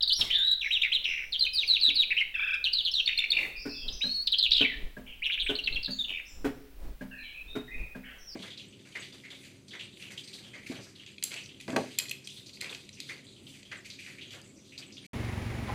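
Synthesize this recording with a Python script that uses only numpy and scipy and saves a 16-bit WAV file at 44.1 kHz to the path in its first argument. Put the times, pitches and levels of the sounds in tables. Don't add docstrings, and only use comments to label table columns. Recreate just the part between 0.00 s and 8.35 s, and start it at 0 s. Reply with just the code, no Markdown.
import sys
import numpy as np
from scipy import signal
from scipy.fft import rfft, irfft, next_fast_len
from scipy.io import wavfile
from scipy.ndimage import map_coordinates

SR = 44100
rng = np.random.default_rng(int(sys.argv[2]) if len(sys.argv) > 2 else 0)


def materialize(psi):
    bounded = np.clip(np.atleast_2d(psi).T, -1, 1)
    quanta = np.round(bounded * 32767).astype(np.int16)
    wavfile.write(sys.argv[1], SR, quanta)


N = 368235

NOTE_SHAPES = {"hook": (4960, 4466, 4150, 3526, 3500), "scoop": (4970, 3130, 3400, 4410, 5170),
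               "whistle": (5395, 5890, 5540, 5624, 5370), "glide": (3780, 3700, 3980, 3990, 4060),
               "lift": (2860, 3220, 3380, 3610, 3620), "tick": (3280, 3610, 4040, 4200, 4430),
               "rise": (2140, 2614, 2990, 3270, 3460), "slur": (3920, 3890, 3520, 3027, 2735),
               "fall": (4800, 4135, 3955, 3640, 2294), "slide": (5250, 4830, 4070, 3500, 2320),
               "pipe": (3940, 4146, 4250, 4192, 4430), "stutter": (4830, 4180, 3990, 3570, 2960),
               "steps": (4880, 4160, 3900, 3060, 2206), "zip": (4560, 3730, 3293, 3008, 3083),
               "arch": (2276, 2825, 3002, 2720, 1900), "purr": (2580, 2440, 2480, 2455, 2484),
               "chips": (4480, 4600, 3950, 3813, 3600), "triplet": (4600, 4450, 4240, 3870, 3880),
               "rattle": (4250, 4290, 4000, 3780, 3320), "buzz": (3430, 3310, 3130, 2962, 2800),
               "chit": (3180, 3180, 2693, 2650, 2290)}
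# start t/s, length t/s, pitch ratio, level/dB, note name
SONG = [(.006, 0.0094, 0.88, -26.5, "hook"), (0.023, 0.016, 1.07, -21.5, "hook"),
        (0.074, 0.013, 1.07, -27.5, "tick"), (.092, 0.048, 0.99, -22.5, "scoop"),
        (0.15, 0.065, 0.97, -28.5, "whistle"), (0.208, 0.013, 1.056, -13.5, "zip"),
        (0.301, 0.066, 0.97, -21.5, "lift"), (.361, 0.18, 0.97, -27, "glide"),
        (0.609, .014, 0.77, -30, "hook"), (0.72, 0.058, 0.98, -23.5, "slur"),
        (.815, .011, 1.13, -22, "rise"), (0.932, 0.046, 1.025, -24, "slur"),
        (1.041, 0.02, 0.92, -18, "zip"), (1.321, 0.044, 1.036, -25, "zip"),
        (1.389, 0.087, 1.01, -23, "steps"), (1.531, 0.11, 0.96, -25, "slide"),
        (1.675, 0.099, 1, -25, "fall"), (1.809, 0.1, 0.98, -21.5, "fall"),
        (1.954, 0.086, 0.98, -21.5, "fall"), (2.104, 0.026, 0.86, -22, "arch"),
        (2.165, 0.054, 0.99, -20.5, "arch"), (2.34, .222, 1.016, -26.5, "purr"),
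        (2.64, 0.039, .95, -21, "zip"), (2.727, 0.089, 1, -26.5, "stutter"),
        (2.848, 0.042, 1.022, -20.5, "zip"), (2.913, 0.0097, 0.94, -30.5, "whistle"),
        (2.934, 0.075, 0.93, -21.5, "stutter"), (3.055, 0.03, 0.96, -21.5, "chips"),
        (3.172, 0.027, 0.93, -21.5, "chips"), (3.3, 0.027, 0.95, -18, "chips"),
        (3.88, 0.012, 0.89, -27.5, "hook"), (4.008, 0.018, 0.95, -29, "rise"),
        (4.015, 0.023, 0.92, -26.5, "pipe"), (4.046, 0.2, 1.027, -35.5, "pipe"),
        (4.269, 0.012, 1.2, -21.5, "zip"), (4.318, 0.032, 1.042, -20, "zip"),
        (4.381, 0.036, 0.99, -22.5, "triplet"), (4.425, 0.044, 0.86, -20, "stutter"),
        (4.507, 0.0056, 1.13, -26, "tick"), (4.512, 0.11, 0.9, -20, "rattle"),
        (5.242, 0.034, 0.97, -24.5, "buzz"), (5.32, 0.027, 1.036, -23, "buzz"),
        (5.398, 0.028, 1.067, -24.5, "buzz"), (5.485, 0.025, 1.037, -24, "buzz"),
        (5.552, 0.007, 1.04, -29.5, "tick"), (5.586, 0.01, 1.02, -24.5, "chit"),
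        (5.637, 0.0096, 1.1, -33, "tick"), (5.671, 0.012, 0.97, -18.5, "chit"),
        (5.724, 0.0081, 1, -32, "tick"), (5.757, 0.0163, 1.03, -20, "chit"),
        (5.826, 0.043, 1.02, -29.5, "triplet"), (5.905, 0.035, .8, -37, "whistle"),
        (5.986, 0.042, .64, -33.5, "whistle"), (6.04, 0.013, 0.81, -30, "hook")]
PULSING = {"glide": (11, 100, 9), "lift": (3, 120, 7), "slur": (6.5, 70, 5), "slide": (9, -110, 8),
           "zip": (7, -150, 12), "fall": (10, -70, 7), "arch": (6, 170, 6), "buzz": (5, -260, 13),
           "purr": (7, -130, 12), "stutter": (5, -160, 13), "steps": (6, 90, 22), "chips": (2, 170, 32),
           "triplet": (3, -420, 18), "rattle": (7, 380, 20)}
LEAD_INS = {"slur": (.015, .016, 1, 0, "rise"), "fall": (.011, .009, .88, -17, "whistle"),
            "buzz": (.023, .023, .9, -6, "rise"), "chit": (.012, .009, .95, -13, "hook")}
CRESCENDO = {"chips": 6, "purr": 2.3, "zip": 4.5}
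HOARSE = {"rattle": 170, "buzz": 70, "lift": 110, "chit": 120}
# start t/s, length t/s, first f/Hz, last f/Hz, first pulse rate/Hz,
# pitch swing f/Hz, level/dB
FALLING_TRILLS = [(.625, 0.055, 2730, 1940, 70, 305, -22.5), (0.83, 0.049, 2687, 1860, 72, 304, -19),
                  (1.062, 0.19, 2722, 2213, 93, 454, -28), (3.069, 0.077, 2626, 2476, 60, 500, -25.5),
                  (3.179, 0.085, 2600, 2515, 60, 480, -25.5), (3.326, 0.13, 2708, 2232, 58.6, 342, -23),
                  (4.605, .054, 3174, 2120, 58, 214, -18.5), (4.653, 0.1, 2110, 1838, 55, 118, -28.5),
                  (6.08, 0.13, 3002, 2327, 101, 422, -30.5)]
# start t/s, end t/s, beat f/Hz, depth
SECOND_VOICE = [(.3, .36, 387, 0.97), (.36, .56, 450, 0.18), (2.33, 2.57, 860, 1.29), (4.5, 4.6, 895, 0.67),
                (5.25, 5.52, 660, 0.34)]
# f/Hz, level/dB
THROAT = [(1200, -12), (1900, -7), (2450, -1), (3200, -2), (4100, 4.5), (4550, -1.5), (5050, -2),
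          (6500, -10), (12000, -6), (15500, -8)]

# start t/s, length t/s, first f/Hz, last f/Hz, level/dB
FAR_WHISTLES = [(0.255, 0.17, 2230, 1457, -46.5), (3.494, 0.11, 2720, 2322, -45),
                (3.663, 0.2, 2526, 2693, -50), (3.744, 0.12, 3580, 3130, -49),
                (3.896, 0.05, 4900, 5190, -47), (3.923, 0.023, 6370, 5540, -48.5),
                (5.425, 0.037, 9000, 7800, -56.5), (7.11, 0.17, 2775, 2237, -48.5),
                (7.108, 0.071, 1630, 1860, -51), (7.178, 0.091, 4190, 3863, -55),
                (7.339, 0.0854, 2458, 2606, -45.5), (7.475, 0.077, 3602, 3843, -48.5),
                (7.676, 0.084, 1827, 2250, -48), (7.71, 0.13, 2507, 2476, -45),
                (8.268, 0.072, 5800, 4340, -47)]
# start t/s, f/Hz, level/dB
FAR_CHIRPS = [(.61, 5690, -56), (1.039, 5530, -51.5), (1.59, 5900, -58), (2.93, 5770, -55),
              (3.56, 5025, -47), (3.69, 4895, -43.5), (5.061, 2820, -48.5), (6.25, 5450, -57),
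              (6.278, 7320, -62.5), (5.899, 6740, -59), (7.23, 3090, -51), (8.03, 1920, -51),
              (8.041, 2950, -53.5), (8.18, 5720, -58)]

# t/s, level/dB, tilt of the ring toward high tones/(dB per octave), perch name
LANDINGS = [(1.877, -43, -11, "bright"), (3.653, -30, -3, "bright"), (4.038, -32.5, 1.5, "deep"),
            (4.606, -25, -2, "bright"), (4.967, -33, 4.5, "deep"), (5.493, -25.5, 6.5, "bright"),
            (5.879, -32, -4.5, "deep"), (6.444, -21, -6.5, "bright"), (7.009, -30.5, -1.5, "deep"),
            (7.552, -27, -6, "bright"), (7.949, -32.5, -1, "deep")]
# f/Hz, level/dB, t60/s
BRIGHT_PERCH = [(131.7, -12.5, 0.36), (247.6, 1, 0.2), (279.5, 8.5, 0.2), (332, -3, 0.11), (383, 2.5, 0.12),
                (422, 10, 0.16), (1474, 8.5, 0.062)]
DEEP_PERCH = [(132, -6, 0.35), (196, 0.5, 0.39), (216.3, -4, 0.41), (256.3, 1.5, 0.41), (589.5, -5.5, 0.22),
              (1637, 15.5, 0.036)]
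BRIGHT_KNOCK_DB, DEEP_KNOCK_DB = 2, -2
BRIGHT_PUFF_DB, DEEP_PUFF_DB = -20, -4.5
BRIGHT_FLIGHT_S, DEEP_FLIGHT_S = .045, .138
PERCH = {"bright": (BRIGHT_PERCH, BRIGHT_KNOCK_DB, BRIGHT_PUFF_DB, BRIGHT_FLIGHT_S),
         "deep": (DEEP_PERCH, DEEP_KNOCK_DB, DEEP_PUFF_DB, DEEP_FLIGHT_S)}
# f/Hz, level/dB
CLAWS = [(100, -15), (450, -3), (1100, -9), (1550, 2), (2600, -7), (6000, -32), (16000, -56)]
THUD = [(100, -13.5), (330, -8.5), (900, -19.5), (2500, -30.5), (10000, -43.5)]
PUFF = [(25, 12), (45, 3.5), (90, -15), (400, -20), (1000, -33.5), (16000, -55)]
# middle t/s, half-width t/s, level/dB
RUSTLES = [(6.11, 0.022, -54), (3.43, 0.076, -47), (1.09, 0.014, -56)]

# f/Hz, level/dB
RUMBLE_AND_HISS = [(20, 2), (45, -6), (100, -20), (400, -27), (1000, -32), (2500, -30), (7000, -40),
                   (14000, -37), (15500, -31)]
# f/Hz, t60/s
CAGE_DECAY = [(300, 0.9), (2500, 0.46), (4000, 0.49), (10000, 0.06)]
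ROOM_DECAY = [(200, 0.78), (2500, 0.56), (6000, 0.91), (12000, 0.016)]


def lark(level_db=4.5, ends_db=.5, uneven_db=2.5, build_db=4, build_s=.013, edge_s=.003, breath_db=-42,
         jitter_hz=30, rasp=.2, fray=.18, flash_db=4.5, brightening=.09, full_voice_db=-19):
    song, uneven, flash = np.zeros(N), wobble(80, N), wobble(55, N)
    jitter = wobble(1400, N)
    breath = noise([(800, -7.5), (1700, 22.5), (4000, -16.5), (7000, -.5), (15000, -79.5)], N)
    grit = wobble(2500, N)
    echoes = [cage_echoes() for _ in range(10)]
    for i, row in enumerate(notes()):
        start, length, shape, db, pulse_hz, swing_hz, dip_db, slowing, fade_db, hoarse_hz = row
        t = np.arange(int(length * SR)) / SR
        now = max(round(start * SR), 0) + np.arange(len(t))
        progress = t / length
        cycle = 2 * np.pi * np.cumsum(pulse_hz * np.exp(-slowing * t)) / SR
        pitch = np.abs(glide(shape, progress) - swing_hz * np.sin(cycle))
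        rough_hz = jitter_hz + rasp * abs(swing_hz) + hoarse_hz
        phase = 2 * np.pi * np.cumsum(pitch + rough_hz * jitter[now]) / SR
        closing = np.cos(cycle / 2) ** 2
        valve = fade(t, length, edge_s) * amp(-dip_db * closing)
        tone = amp(along(THROAT, pitch)) * (np.sin(phase) + amp(breath_db) * breath[now])
        overtones = sum(amp(k_db + along(THROAT, k * pitch)) * np.sin(k * (phase + fray * grit[now]))
                        for k, k_db in [(2, -21), (3, -28), (4, -30)])
        contour_db = ends_db * (2 * progress - 1) ** 2 - fade_db * (progress - .5)
        onset_db = -build_db * np.exp(-t / build_s)
        pressure_db = db + level_db + contour_db + onset_db + uneven_db * uneven[now]
        height_db = 14 * np.log2(pitch / 4000)
        shine = amp(brightening * (db - full_voice_db) + height_db + flash_db * flash[now])
        note = amp(pressure_db) * valve * (tone + shine * valve * overtones)
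        for begin, stop, hz, depth in SECOND_VOICE:
            if begin < start + length / 2 < stop:
                beat_hz = hz + 90 * wobble(499, SR)[:len(t)]
                note *= 1 + depth * closing * np.sin(2 * np.pi * np.cumsum(beat_hz) / SR)
        add(song, start, in_cage(note, echoes[i % len(echoes)]))
    return song


def notes(trill_dip_db=24, slowing_per_s=2.4, trill_fade_db=2):
    def sung(start, length, ratio, db, name):
        pulses, swing_hz, dip_db = PULSING.get(name, (0, 0, 0))
        shape = ratio * np.array(NOTE_SHAPES[name])
        fade_db, hoarse_hz = -CRESCENDO.get(name, 0), HOARSE.get(name, 0)
        return start, length, shape, db, pulses / length, swing_hz, dip_db, 0, fade_db, hoarse_hz

    for start, length, ratio, db, name in SONG:
        if name in LEAD_INS:
            lead, lead_length, lead_ratio, lead_db, lead_name = LEAD_INS[name]
            yield sung(start - lead, lead_length, ratio * lead_ratio, db + lead_db, lead_name)
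        yield sung(start, length, ratio, db, name)
    for start, length, first, last, pulse_hz, swing_hz, db in FALLING_TRILLS:
        shape = np.geomspace(first, last, 5)
        yield start, length, shape, db, pulse_hz, swing_hz, trill_dip_db, slowing_per_s, trill_fade_db, 0


def glide(shape, progress):
    padded = np.pad(np.asarray(shape, float), 1, "reflect", reflect_type="odd")
    return map_coordinates(padded, [1 + progress * (len(shape) - 1)], mode="nearest")


def in_cage(sound, echoes, walls_s=.012, walls_db=-3.5):
    delays = rng.uniform(.1, 1, 8) * walls_s
    signs = rng.choice([-1, 1], len(delays))
    walls = np.bincount((delays * SR).astype(int), signs) / np.sqrt(len(delays))
    response = echoes.copy()
    response[:len(walls)] += amp(walls_db) * walls
    response[0] += 1
    echoed = signal.fftconvolve(sound, response)
    return echoed * np.sqrt(np.sum(sound ** 2) / np.sum(echoed ** 2))


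def cage_echoes(cage_db=-8.5, room_db=-21):
    return amp(cage_db) * echo_tail(CAGE_DECAY) + amp(room_db) * echo_tail(ROOM_DECAY)


def other_birds(chirp_s=.081, hoarse_hz=302, waver_hz=62, edge_s=.0063, direct=.95):
    calls, jitter = np.zeros(N), wobble(450, N + SR)
    whistles = [(*whistle, waver_hz) for whistle in FAR_WHISTLES]
    chirps = [(start, chirp_s, hz, hz, db, hoarse_hz) for start, hz, db in FAR_CHIRPS]
    for start, length, first, last, db, jitter_hz in whistles + chirps:
        t = np.arange(int(length * SR)) / SR
        pitch = np.linspace(first, last, len(t)) + jitter_hz * jitter[round(start * SR):][:len(t)]
        call = fade(t, length, edge_s) * np.sin(2 * np.pi * np.cumsum(pitch) / SR)
        response = echo_tail(ROOM_DECAY)
        response[0] += direct
        echoed = signal.fftconvolve(call, response)
        add(calls, start, amp(db) * echoed / np.std(echoed[:len(t) + SR // 50]))
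    return calls


def landings(wood_db=-9, thud_db=-7, thud_t60=.17, click_db=-16, click_t60=.21, attack_s=.0079,
             room_db=-14, pivot_hz=330, detune=.012):
    hits, t = np.zeros(N), np.arange(SR // 2) / SR
    attack = 1 - np.exp(-t / attack_s)
    for start, db, tilt_db, perch in LANDINGS:
        tones, knock_db, _, _ = PERCH[perch]
        hz, tone_db, t60 = np.transpose(tones)[:, :, None]
        hz = hz * (1 + detune * rng.standard_normal(hz.shape))
        octaves = np.clip(np.log2(hz / pivot_hz), -.5, .5)
        strength_db = tone_db + tilt_db * octaves + rng.standard_normal(hz.shape)
        waves = np.sin(2 * np.pi * (hz * t + rng.random(hz.shape)))
        ring = (amp(strength_db - 60 * t / t60) * waves).sum(0)
        thud = amp(thud_db - 60 * t / thud_t60) * noise(THUD, len(t))
        click = amp(click_db - 60 * t / click_t60) * noise(CLAWS, len(t))
        add(hits, start, amp(db) * (amp(wood_db) * ring + amp(knock_db) * (thud + click)) * attack)
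    return hits + amp(room_db) * signal.fftconvolve(hits, echo_tail(ROOM_DECAY))[:N]


def wings(level_db=3, half_width_s=.072):
    t, swell = np.arange(N) / SR, np.zeros(N)
    for landing_s, db, _, perch in LANDINGS:
        _, _, puff_db, flight_s = PERCH[perch]
        swell += amp(db + puff_db) * np.exp(-((t - landing_s + flight_s) / half_width_s) ** 2)
    return amp(level_db) * swell * noise(PUFF, N)


def feather_shake(at_s=.195, level_db=-35, rise_s=.03, t60=.49, flutter_db=3):
    t, track = np.arange(SR // 2) / SR, np.zeros(N)
    feathers = noise([(70, 1), (150, -9), (1500, -16.5), (4000, -14.5), (15000, -28.5)], len(t))
    shake = amp(level_db - 60 * t / t60 + flutter_db * wobble(120, len(t))) * np.minimum(t / rise_s, 1)
    add(track, at_s - rise_s / 2, shake * feathers)
    return track


def shuffling(level_db=-71, uneven_db=5):
    t = np.arange(N) / SR
    stir = noise([(80, -9), (250, -7.5), (430, -3), (700, -8.5),
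                  (1100, -15), (3000, -24.5), (9000, -27)], N)
    rustles = sum(amp(db) * np.exp(-((t - middle) / width) ** 2) for middle, width, db in RUSTLES)
    return (amp(level_db + uneven_db * wobble(11, N)) + rustles) * stir


def background(level_db=-53, hum_db=-60, hum_hz=49):
    hum = np.sin(2 * np.pi * hum_hz * np.arange(N) / SR + .5 * wobble(6, N))
    return amp(level_db) * noise(RUMBLE_AND_HISS, N) + amp(hum_db) * hum


def echo_tail(decay):
    hz, t, spectrum = signal.stft(rng.standard_normal(SR // 2), SR, nperseg=256)
    dying = amp(-60 * t / along(decay, hz)[:, None])
    echoes = signal.istft(spectrum * dying, SR, nperseg=256)[1]
    return echoes / np.linalg.norm(echoes)


def noise(colour, size):
    padded = next_fast_len(size + 8192)
    gain = amp(along(colour, np.fft.rfftfreq(padded, 1 / SR)))
    shaped = irfft(rfft(rng.standard_normal(padded)) * gain, padded)[:size]
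    return shaped / np.sqrt(np.mean(shaped ** 2) + 1e-20)


def wobble(rate, size):
    return map_coordinates(rng.standard_normal(int(size * rate / SR) + 4), [np.arange(size) * rate / SR])


def along(points, hz):
    f, values = np.transpose(points)
    return np.interp(np.log(hz + 1), np.log(f + 1), values)


def fade(t, length, edge):
    return np.sin(np.pi / 2 * np.clip(np.minimum(t, length - t) / edge, 0, 1)) ** 2


def amp(db):
    return 10 ** (np.asarray(db) / 20)


def add(track, start, sound):
    part = track[max(round(start * SR), 0):][:len(sound)]
    part += sound[:len(part)]


def scene():
    birds = lark() + other_birds() + landings() + wings() + shuffling() + feather_shake()
    return (birds + background())[None]


def record(dry, top_hz=15980):
    padded = next_fast_len(N + SR // 2)
    passes = np.fft.rfftfreq(padded, 1 / SR) < top_hz
    return irfft(rfft(dry, padded) * passes, padded)[:, :N]


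dry = scene()
out = record(dry)
materialize(out)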